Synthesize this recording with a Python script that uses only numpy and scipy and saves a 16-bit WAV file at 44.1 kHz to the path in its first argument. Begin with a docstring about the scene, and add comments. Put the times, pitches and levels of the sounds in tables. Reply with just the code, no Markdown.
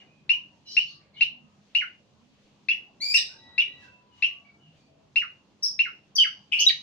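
"""A caged songbird chirps under a tin roof beside a wall; its voice is a near-sine with faint, rough overtones.
Partway, a neighbour answers with a rising nasal call of strong overtones that ends in a squawk; late on come sharp
high notes and fast song phrases of whistles, a throbbing buzz and falling glides. Hard surfaces add discrete early
echoes and a short diffuse tail. Throughout, far birds and tones (blurred glides) lie with street noise, hiss,
light wind (filtered noise) and a low hum (wavering sines) below."""
import sys
import numpy as np
from scipy import signal
from scipy.io import wavfile

SR = 44100
rng = np.random.default_rng(int(sys.argv[2]) if len(sys.argv) > 2 else 0)


def invert_db(x):
    """Field ratio 10**(x/20) for x, a level in decibels (scalar or array-like)."""
    u = np.asarray(x, float) / 20
    return 10 ** u


def waveform_to_disk(signal):
    """Save audio, clipped to [-1, 1], as 16-bit WAV at the path in sys.argv[1]."""
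    frames = np.transpose(np.atleast_2d(signal))
    scaled = np.clip(frames, -1, 1) * 32767
    samples = np.round(scaled).astype(np.int16)
    wavfile.write(sys.argv[1], SR, samples)


N = 300762

# Chirps of the near bird. Each row: onset in seconds, level in dB, held pitch in Hz,
# level of the second half in dB relative to the first.
CHIRP_NOTES = [(0.293, -11, 2750, -5), (.766, -10, 2751, -7.5), (1.208, -10, 2744, -12),
               (1.749, -11.5, 2792, -7), (2.685, -12, 2655, -5), (3.142, -10.5, 2725, -5),
               (3.579, -11, 2703, -2.5), (4.223, -11.5, 2684, -5), (5.158, -12, 2730, -5),
               (5.791, -11, 2717, -9.5)]
# Levels of the overtones of the singing voice: multiples 1, 2, 3 of the pitch, in dB.
SONG_OVERTONES_DB = [-3.5, -31.5, -37]
# Warble depth of each kind of note, as a share of its pitch.
WARBLE_DEPTH = {"whistle": .006, "second half": .017, "buzz": .07, "nasal": .012, "squawk": .045, "strand":
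                .01, "drop": .04, "tone": .007, "far call": .025, "chatter": .15}


def at_hz(points, hz):
    """Linear interpolation of a (Hz, value) table on a logarithmic frequency axis."""
    table_hz, values = np.transpose(points)
    return np.interp(np.log(hz), np.log(table_hz), values)


def rms_one(x):
    """Normalization of the mean power to one."""
    return x / np.sqrt(np.mean(x ** 2) + 1e-20)


def wander(rate, size, count=1):
    """Low-passed Gaussian noise of rms 1: a random modulation whose speed follows rate (Hz)."""
    pole = np.exp(-3 * np.pi * rate * count / SR)
    low_pass = [[1, 0, 0, 1, -2 * pole, pole * pole]] * 2
    noise = rng.standard_normal(size // count + 1502)
    slow = rms_one(signal.sosfilt(low_pass, noise)[1500:])      # the filter has settled
    return np.interp(np.arange(size) / count, np.arange(len(slow)), slow)


def add_note(out, rows, voice_db, warble_hz, rasp_db, breath):
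    """Source-filter voice: the syrinx gives a gliding harmonic series, the windpipe weights each overtone."""
    # Windpipe resonance. Each row: frequency in Hz, gain in dB.
    windpipe = [(1200, -7.5), (2800, -0.5), (4200, 4), (5600, -2), (9000, -5.5), (15000, -5.5),
                (19000, -62)]
    overtone_rasp_db = 18       # overtones flutter more than the fundamental
    s, pitch, level_db, depth = np.transpose(rows)
    at = np.arange(max(int(s.min() * SR), 0), min(int(s.max() * SR), N))
    t = at / SR
    warble = np.interp(t, s, depth) * wander(warble_hz, len(at))
    hz = np.interp(t, s, pitch) * (1 + warble)
    phase = 2 * np.pi * (np.cumsum(hz) / SR + rng.random())
    tone = 0
    for k, db in enumerate(voice_db):
        turbulence = wander(1100.0, len(at))
        flutter = 1 + invert_db(rasp_db + (k > 0) * overtone_rasp_db) * turbulence
        gain = invert_db(db + at_hz(windpipe, (k + 1) * hz))
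        tone = tone + gain * flutter * np.sin((k + 1) * phase)
    edges = np.minimum(1, np.minimum(t - t[0], t[-1] - t) / .001)       # 1 ms fades
    out[at] += invert_db(np.interp(t, s, level_db)) * edges * (tone + breath[:len(at)])


def phrases(notes, voice_db, warble_hz, rasp_db, breath_db):
    """Superposition of all notes of one voice, each with band-limited turbulence noise of the breath."""
    # Band of the air rushing through the beak: lower and upper edge in Hz.
    breath_band = [3100, 5900]
    out = np.zeros(N)
    band = signal.butter(4, breath_band, "band", fs=SR, output="sos")
    air = invert_db(breath_db) * signal.sosfilt(band, rng.standard_normal(2 * SR))
    for rows in notes:
        add_note(out, rows, voice_db, warble_hz, rasp_db, air[rng.integers(SR):])
    return out


def glide(s, length, start_hz, end_hz, db, depth):
    """Linear frequency sweep under a soft-edged envelope; equal ends give a steady pitch."""
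    return [(s + length * u, start_hz + (end_hz - start_hz) * u, db + d, depth)
            for u, d in [(0, -17), (.15, 6), (.8, 5), (1, -14)]]


def sung(rows, depth):
    """Pitch and level contour with a swell before it, a release after it and random frequency modulation."""
    attack_s, release_s, edge_db = .006, .0091, -33     # the outer ends lie edge_db below the contour's ends
    (s, hz, db), (end_s, end_hz, end_db) = rows[0], rows[-1]
    start = (s - attack_s, hz, db + edge_db)
    end = (end_s + release_s, end_hz, end_db + edge_db)
    return [(*row, depth) for row in [start, *rows, end]]


def chirp(s, db, hz, second_db):
    """Frequency modulation of a chirp: a quick rise to the held pitch, then a slightly higher second half."""
    # First half. Each row: seconds after onset, pitch relative to the held pitch, level in dB.
    rise = [(0, .7, -22), (.0015, .82, -5), (.003, .95, -0.5), (.006, 1.0, 0), (.014, 1.01, 0.5),
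            (.017, 1.02, -10)]
    # Second half. Each row: seconds after onset, pitch relative to the held pitch, level in dB.
    second = [(.024, 1.03, -1.5), (.032, 1.06, -3.5), (.042, 1.07, -6), (.050, 1.03, -11.5),
              (.058, 1.0, -31)]
    first_half = [(s + t, hz * p, db + d, .004) for t, p, d in rise]
    second_half = [(s + t, hz * p, db + second_db + d, WARBLE_DEPTH["second half"]) for t, p, d in second]
    return first_half + second_half


def chirps():
    """Nearly pure tones: the overtones of the clear voice lie far below its fundamental."""
    # Levels of multiples 1, 2, 3, .. of the pitch, in dB.
    clear_db = [-1, -30, -44, -55, -53]
    notes = [chirp(*row) for row in CHIRP_NOTES]
    return phrases(notes, clear_db, warble_hz=151, rasp_db=-39.0, breath_db=-28.0)


def strands_and_flares():
    """Short sweeps from the other side of the syrinx, and the second harmonic flaring as each chirp rises."""
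    # Strands. Each row: start in seconds, length in seconds, start pitch in Hz, end pitch in Hz, level in dB.
    strands = [(.336, 0.015, 2546, 2417, -36), (1.221, 0.01, 4500, 3190, -39),
               (2.706, 0.013, 3408, 3310, -40), (2.718, 0.0068, 2497, 1929, -36.5),
               (3.602, 0.01, 3760, 3120, -35.5), (3.617, .012, 2380, 2310, -30.5),
               (4.238, 0.0093, 3118, 3100, -34), (6.202, 0.01, 3640, 3594, -38.5)]
    # Second-harmonic flare: seconds after chirp onset, length in seconds, start pitch in Hz, end pitch in Hz,
    # level in dB relative to the chirp.
    flare = (-.001, .005, 3300, 4900.5, -28.5)
    flares = [(s + flare[0], *flare[1:4], db + flare[4]) for s, db, *_ in CHIRP_NOTES]
    notes = [glide(*row, WARBLE_DEPTH["strand"]) for row in strands + flares]
    return phrases(notes, [0], warble_hz=200, rasp_db=-23.0, breath_db=-28.0)


def buzz():
    """Amplitude modulation: an unsteady throb roughens a strongly warbled phrase."""
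    # Each row: time in seconds, pitch in Hz, level in dB.
    contour = [(6.522, 2966, -15.5), (6.532, 2488, -12.5), (6.548, 2720, -20), (6.580, 2650, -21),
               (6.600, 2725, -16.5), (6.615, 2883, -16), (6.627, 3230, -11)]
    pulses_per_s, pulse_depth = 160, .6
    rate = pulses_per_s * (1 + 0.2002 * wander(29.9, N, count=50))
    throb = 1 + pulse_depth * np.sin(2 * np.pi * np.cumsum(rate) / SR)
    notes = [sung(contour, WARBLE_DEPTH["buzz"])]
    return throb * phrases(notes, SONG_OVERTONES_DB, warble_hz=253, rasp_db=-32.5, breath_db=-28.5)


def whistles():
    """Clear song whistles: falling sweeps with weak overtones and little frequency modulation."""
    # Each row: start in seconds, length in seconds, start pitch in Hz, end pitch in Hz, level in dB.
    whistle_rows = [(6.181, 0.024, 3244, 3017, -14), (6.201, 0.03, 3101, 2836, -14.5),
                    (6.663, .018, 3882, 3775, -14), (6.684, 0.0048, 4700, 4360, -20.5)]
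    notes = [glide(*row, WARBLE_DEPTH["whistle"]) for row in whistle_rows]
    return phrases(notes, SONG_OVERTONES_DB, warble_hz=200, rasp_db=-38, breath_db=-26)


def drop(s, length, start_hz, end_hz, db):
    """Nonlinear downward sweep with deep random frequency modulation."""
    # Each row: share of the length, share of the way down, level in dB.
    shape = [(0, 0.06, -23), (.16, .08, -1.5), (.3, .42, -0.5), (.45, .8, -4.5), (.65, .9, -6),
             (0.901, 1.0, -10), (1, 0.97, -40)]
    return [(s + length * u, start_hz + (end_hz - start_hz) * p, db + d, WARBLE_DEPTH["drop"])
            for u, p, d in shape]


def drops():
    """Rough downward sweeps that close chirps and phrases; fundamental and a weak second harmonic."""
    # Each row: start in seconds, length in seconds, start pitch in Hz, end pitch in Hz, level in dB.
    drop_rows = [(.341, 0.04, 2770, 2310, -48), (1.26, 0.034, 2724, 2284, -47),
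                 (1.8, 0.046, 2750, 1395, -19.5), (2.732, 0.053, 2766, 1878, -43.5),
                 (3.185, 0.044, 2753, 1940, -37.5), (3.636, .049, 2700, 1900, -47),
                 (4.277, 0.04, 2708, 2004, -43), (5.206, 0.045, 2710, 1200, -24),
                 (5.839, 0.051, 2735, 1275, -24), (6.230, 0.044, 2840, 1377, -20),
                 (6.685, .026, 3995, 1827, -14.5)]
    notes = [drop(*row) for row in drop_rows]
    return phrases(notes, [0, -34], warble_hz=198, rasp_db=-31.5, breath_db=-33)


def high_notes():
    """Sharp high notes: fast frequency contours blurred by random modulation."""
    # Each note: warble depth as a share of pitch, then rows of time in seconds, pitch in Hz, level in dB.
    contours = [(0.037, [(5.628, 5365, -25), (5.632, 5586, -17), (5.645, 5280, -14.5), (5.662, 5267, -23)]),
                (0.024, [(6.156, 5900, -20), (6.159, 5895, -16.5), (6.162, 5450, -18), (6.165, 4770, -17),
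                (6.180, 4656, -26.5)]), (.04, [(6.590, 4300, -27), (6.599, 5550, -19), (6.605, 6570, -12.5),
                (6.612, 6626, -22), (6.617, 5450, -20), (6.632, 5200, -29)])]
    # Levels of multiples 1, 2, 3 of the pitch, in dB.
    high_db = [-1.5, -23.5, -27]
    notes = [sung(rows, depth) for depth, rows in contours]
    return phrases(notes, high_db, warble_hz=264, rasp_db=-20.5, breath_db=-43)


def neighbour():
    """Nasal timbre: the second harmonic exceeds the fundamental in a rising call and its closing squawk."""
    # Rising call. Each row: time in seconds, pitch in Hz, level in dB.
    call = [(3.006, 2059, -40.5), (3.022, 2272, -25.5), (3.048, 2415, -27), (3.080, 2397, -28),
            (3.105, 2405, -21.5), (3.138, 2498, -30)]
    # Harsh squawk. Each row: time in seconds, pitch in Hz, level in dB.
    squawk = [(3.143, 2650, -15.5), (3.155, 2734, -18.5), (3.164, 2634, -14.5), (3.170, 2250, -21),
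              (3.178, 1850, -27.5), (3.190, 1750, -31)]
    # Levels of multiples 1, 2, 3, .. of the pitch, in dB.
    nasal_db = [-6, -0.5, -11, -21, -24, -43]
    notes = [sung(call, WARBLE_DEPTH["nasal"]), sung(squawk, WARBLE_DEPTH["squawk"])]
    return phrases(notes, nasal_db, warble_hz=124, rasp_db=-39.5, breath_db=-45.5)


def faint_sounds():
    """Faint tones and calls; deeper random frequency modulation spreads a tone toward noise."""
    # Steady far tones. Each row: start in seconds, length in seconds, pitch in Hz, level in dB.
    far_tones = [(.29, 0.12, 1000, -54.5), (0.657, .1, 4063, -52.5), (0.696, .12, 5480, -44),
                 (.84, 0.097, 6210, -63.5), (.87, 0.048, 4445, -53), (.89, .14, 1172, -62.5),
                 (1.40, 0.21, 1260, -67.5), (3.30, 0.26, 898, -61.5), (3.30, 0.57, 3895, -63),
                 (3.36, 0.57, 1948, -57.5), (3.74, 0.58, 990, -61.5), (3.74, 0.25, 2668, -57),
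                 (4.10, 0.18, 2930, -63.5), (4.15, 0.37, 1146, -64), (4.15, 0.64, 691, -66),
                 (4.44, 0.077, 2270, -54), (4.45, .22, 1363, -72), (4.76, 0.14, 4510, -78),
                 (4.76, 0.12, 2405, -73), (4.85, 0.25, 654.5, -63)]
    # Blurred far calls, two of them low coos; the first rows are the fading tail of an earlier near chirp.
    # Each row: start in seconds, length in seconds, start pitch in Hz, end pitch in Hz, level in dB.
    blurred_calls = [(0, 0.012, 2784, 2890, -49), (.04, .2, 2460, 2500, -68.5),
                     (0.502, 0.11, 1004, 828, -63.5), (0.645, 0.14, 2956, 3020, -53.5),
                     (0.685, 0.12, 4500, 4600, -57), (.88, 0.11, 4920, 5050, -66.5),
                     (1.132, .07, 2164, 2308, -55), (1.156, 0.078, 2898, 3104, -45),
                     (1.282, .21, 248.1, 229, -53.5), (2.071, 0.3, 197.5, 276, -56.5),
                     (3.28, 0.088, 1467, 1600, -56.5), (3.812, 0.089, 1750, 1436, -53.5),
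                     (4.579, 0.16, 2931, 2760, -65)]
    # Pitchless far chatter. Each row: start in seconds, length in seconds, centre in Hz, level in dB.
    chatter = [(0, 0.032, 2074, -58), (0.651, 0.2, 4956, -47.5), (0.839, 0.15, 3940, -61),
               (0.979, .12, 2125, -68.5), (1.13, 0.099, 3990, -62.5), (3.796, .08, 5900, -72)]
    notes = [glide(s, length, hz, hz, db, WARBLE_DEPTH["tone"]) for s, length, hz, db in far_tones]
    notes += [glide(*row, WARBLE_DEPTH["far call"]) for row in blurred_calls]
    notes += [glide(s, length, hz, hz, db, WARBLE_DEPTH["chatter"]) for s, length, hz, db in chatter]
    return phrases(notes, [0, -30], warble_hz=94.4, rasp_db=-17, breath_db=-33.5)


def space(direct_db, echo_db, tail_db, late_db):
    """Two-ear impulse response: direct sound, early reflections, exponential diffuse decay and a slower ring."""
    # Reverberation. Each row: frequency in Hz, time to decay by 60 dB in seconds.
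    decay = [(800, 0.22), (1800, 0.24), (2800, 0.25), (5500, 0.25), (11000, .14)]
    # Reflections of wall, roof and floor. Each row: delay in seconds, left and right level in dB before echo_db.
    reflections = [(.0045, -14.5, -8), (.011, -18.5, -1), (.017, -6.5, -11.5), (.024, -15, -14),
                   (.036, -12.5, -15)]
    size = int(.5 * SR)
    t, out = np.arange(size) / SR, np.zeros((2, size))
    edges = 100 * 2. ** np.arange(0, 7.6, .75)
    for low, high in zip(edges, edges[1:]):
        sos = signal.butter(2, [low, high], "band", fs=SR, output="sos")
        band = signal.sosfilt(sos, rng.standard_normal((2, size)))
        t60 = at_hz(decay, np.sqrt(low * high))
        late_ring = invert_db(late_db - 60 * t / (1.96 * t60))        # the yard
        out += band * (invert_db(-60 * t / t60) + late_ring)
    out *= 1 - np.exp(-t / 0.0039)       # the diffuse field builds up
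    out *= invert_db(tail_db) / np.sqrt(np.sum(out ** 2, axis=1, keepdims=True))
    for delay, left_db, right_db in reflections:
        out[:, int(delay * SR)] += invert_db(np.array([left_db, right_db]) + echo_db) * rng.choice([-1, 1], 2)
    out[[0, 1], [0, 3]] += invert_db(np.array(direct_db))     # the right side hears three samples later
    return out


def heard(x, response):
    """Convolution of a source with a two-ear impulse response."""
    return signal.oaconvolve(x[None], response, axes=1)[:, :N]


def banded_noise(spectrum, low_hz, count, patchy_db):
    """Partially coherent stereo noise in half-octave bands, each flickering in level; overall rms 1."""
    # Coherence. Each row: frequency in Hz, likeness of left and right.
    likeness = [(40, .6), (150, 0.73), (350, 0.77), (700, 0.52), (2000, 0.066), (8000, .05)]
    out, white = 0, rng.standard_normal((2, 2, N))
    edges = np.minimum(low_hz * 2 ** (np.arange(count + 1) / 2), .45 * SR)
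    for k, (low, high) in enumerate(zip(edges, edges[1:])):
        sos = signal.butter(2, [low, high], "band", fs=SR, output="sos")
        mid, side = signal.sosfilt(sos, white[k % 2])
        hz = np.sqrt(low * high)
        alike = np.clip(at_hz(likeness, hz), 0, .99)
        gain = invert_db(at_hz(spectrum, hz) + patchy_db * wander(6.0, N, count=50))
        out = out + gain * (np.sqrt(1 + alike) * mid + np.sqrt(1 - alike) * side * [[1], [-1]])
    return rms_one(out)


def street():
    """Broadband traffic noise shaped mostly to low frequencies; its level comes and goes."""
    # Spectral density. Each row: frequency in Hz, relative level in dB per Hz.
    spectrum = [(15, -57), (25, -29.5), (48, -15.5), (92, -2), (152, -3.5), (203, -1.5), (353, -8.5),
                (638, -10), (749, -13), (1190, -15.5), (1800, -30), (2340, -57.5), (3960, -120)]
    # Each row: time in seconds, level in dB.
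    traffic = [(0, -64), (1.6, -64.5), (2.7, -64.5), (3.1, -61.5), (3.85, -60), (4.05, -65), (6.82, -64)]
    s, db = np.transpose(traffic)
    level_db = np.interp(np.arange(N) / SR, s, db)
    noise = banded_noise(spectrum, low_hz=18, count=14, patchy_db=2.5)
    return invert_db(level_db) * noise * invert_db([[-.6], [.6]])       # a little stronger on the right


def treble_hiss():
    """Shaped high-frequency noise whose level swells, or once dips, along Gaussian curves."""
    # Spectral density. Each row: frequency in Hz, relative level in dB per Hz.
    spectrum = [(1200, -10.5), (1800, -4.5), (2500, 4), (3200, 0.5), (4500, -2.5), (6000, -5.5),
                (8000, -25), (11000, -34.5), (15000, -25), (17000, -37.5)]
    # Each row: centre in seconds, width in seconds, rise in dB.
    swells = [(0, 0.082, 5), (.6, 0.083, 2), (1.3, 0.076, -10.5), (1.75, 0.16, 5.5), (2.45, 0.25, 4),
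              (3.85, 0.049, 11), (4.2, 0.056, 8), (4.78, 0.055, 5), (5.3, 0.85, 1)]
    t = np.arange(N) / SR
    level_db = -72.5 + sum(db * np.exp(-((t - s) / width) ** 2) for s, width, db in swells)
    return invert_db(level_db) * banded_noise(spectrum, low_hz=1200, count=8, patchy_db=1.2)


def hum():
    """Low hum as sines at steady pitch under random amplitude modulation."""
    # Each row: frequency in Hz, amplitude in dB before a half-decibel lift, wavering in dB.
    hum_tones = [(205, -69.5, 2), (305, -81, 2.5)]
    t, out = np.arange(N) / SR, 0
    for hz, db, waver_db in hum_tones:
        level = invert_db(db + 0.5 + waver_db * wander(2.5, N, count=50))
        out = out + level * np.sin(2 * np.pi * (hz * t + rng.random()))
    return out


def drone():
    """Narrow-band noise at low frequency under slow random amplitude modulation."""
    # Centre in Hz, width in Hz, level in dB before swelling, swell in dB, swell rate in Hz.
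    hz, width_hz, db, swell_db, rate = (146.5, 23, -72.5, 5, 4.0)
    band = signal.butter(2, [hz - width_hz / 2, hz + width_hz / 2], "band", fs=SR, output="sos")
    noise = rms_one(signal.sosfilt(band, rng.standard_normal(N)))
    return invert_db(db + swell_db * wander(rate, N, count=50)) * noise


def wind():
    """Light wind as partly coherent low-frequency noise with random gusts."""
    # Upper band edge in Hz, level in dB before gusts, gust in dB, gust rate in Hz.
    top_hz, db, gust_db, rate = (50, -90.5, 5.5, 4.0)
    band = signal.butter(2, [18, top_hz], "band", fs=SR, output="sos")
    both, left, right = signal.sosfilt(band, rng.standard_normal((3, N)))
    noise = rms_one(both + .7 * np.array([left, right]))
    return invert_db(db + gust_db * wander(rate, N, count=50)) * noise


def scene():
    """Superposition of near bird, neighbour and faint sounds, each in its sound field, and the background."""
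    near = chirps() + strands_and_flares() + buzz() + whistles()
    birds = heard(near, space([0, -6], echo_db=-2.5, tail_db=-7.0, late_db=-26.0))
    # low notes spread round the cage
    birds += heard(drops(), space([-6, -3], echo_db=-5.0, tail_db=-8.0, late_db=-26.5))
    birds += heard(high_notes() + neighbour(), space([-1.5, -6], echo_db=-13.0, tail_db=-3.0, late_db=-13.5))
    birds += heard(faint_sounds(), space([-7, -8], echo_db=-4.5, tail_db=-6.0, late_db=-14.5))
    return birds + street() + treble_hiss() + hum() + drone() + wind()


def band_limit(x):
    """A steep low-pass at the top of the band."""
    return signal.sosfilt(signal.butter(12, 16470, fs=SR, output="sos"), x)


def record(dry):
    """Steep low-pass filtering: the stop band, 70 dB down, begins at 16.2 kHz."""
    low_pass = signal.cheby2(12, 70, 16200, fs=SR, output="sos")
    mix = signal.sosfilt(low_pass, dry)
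    return band_limit(mix)


dry = scene()
out = record(dry)
waveform_to_disk(out)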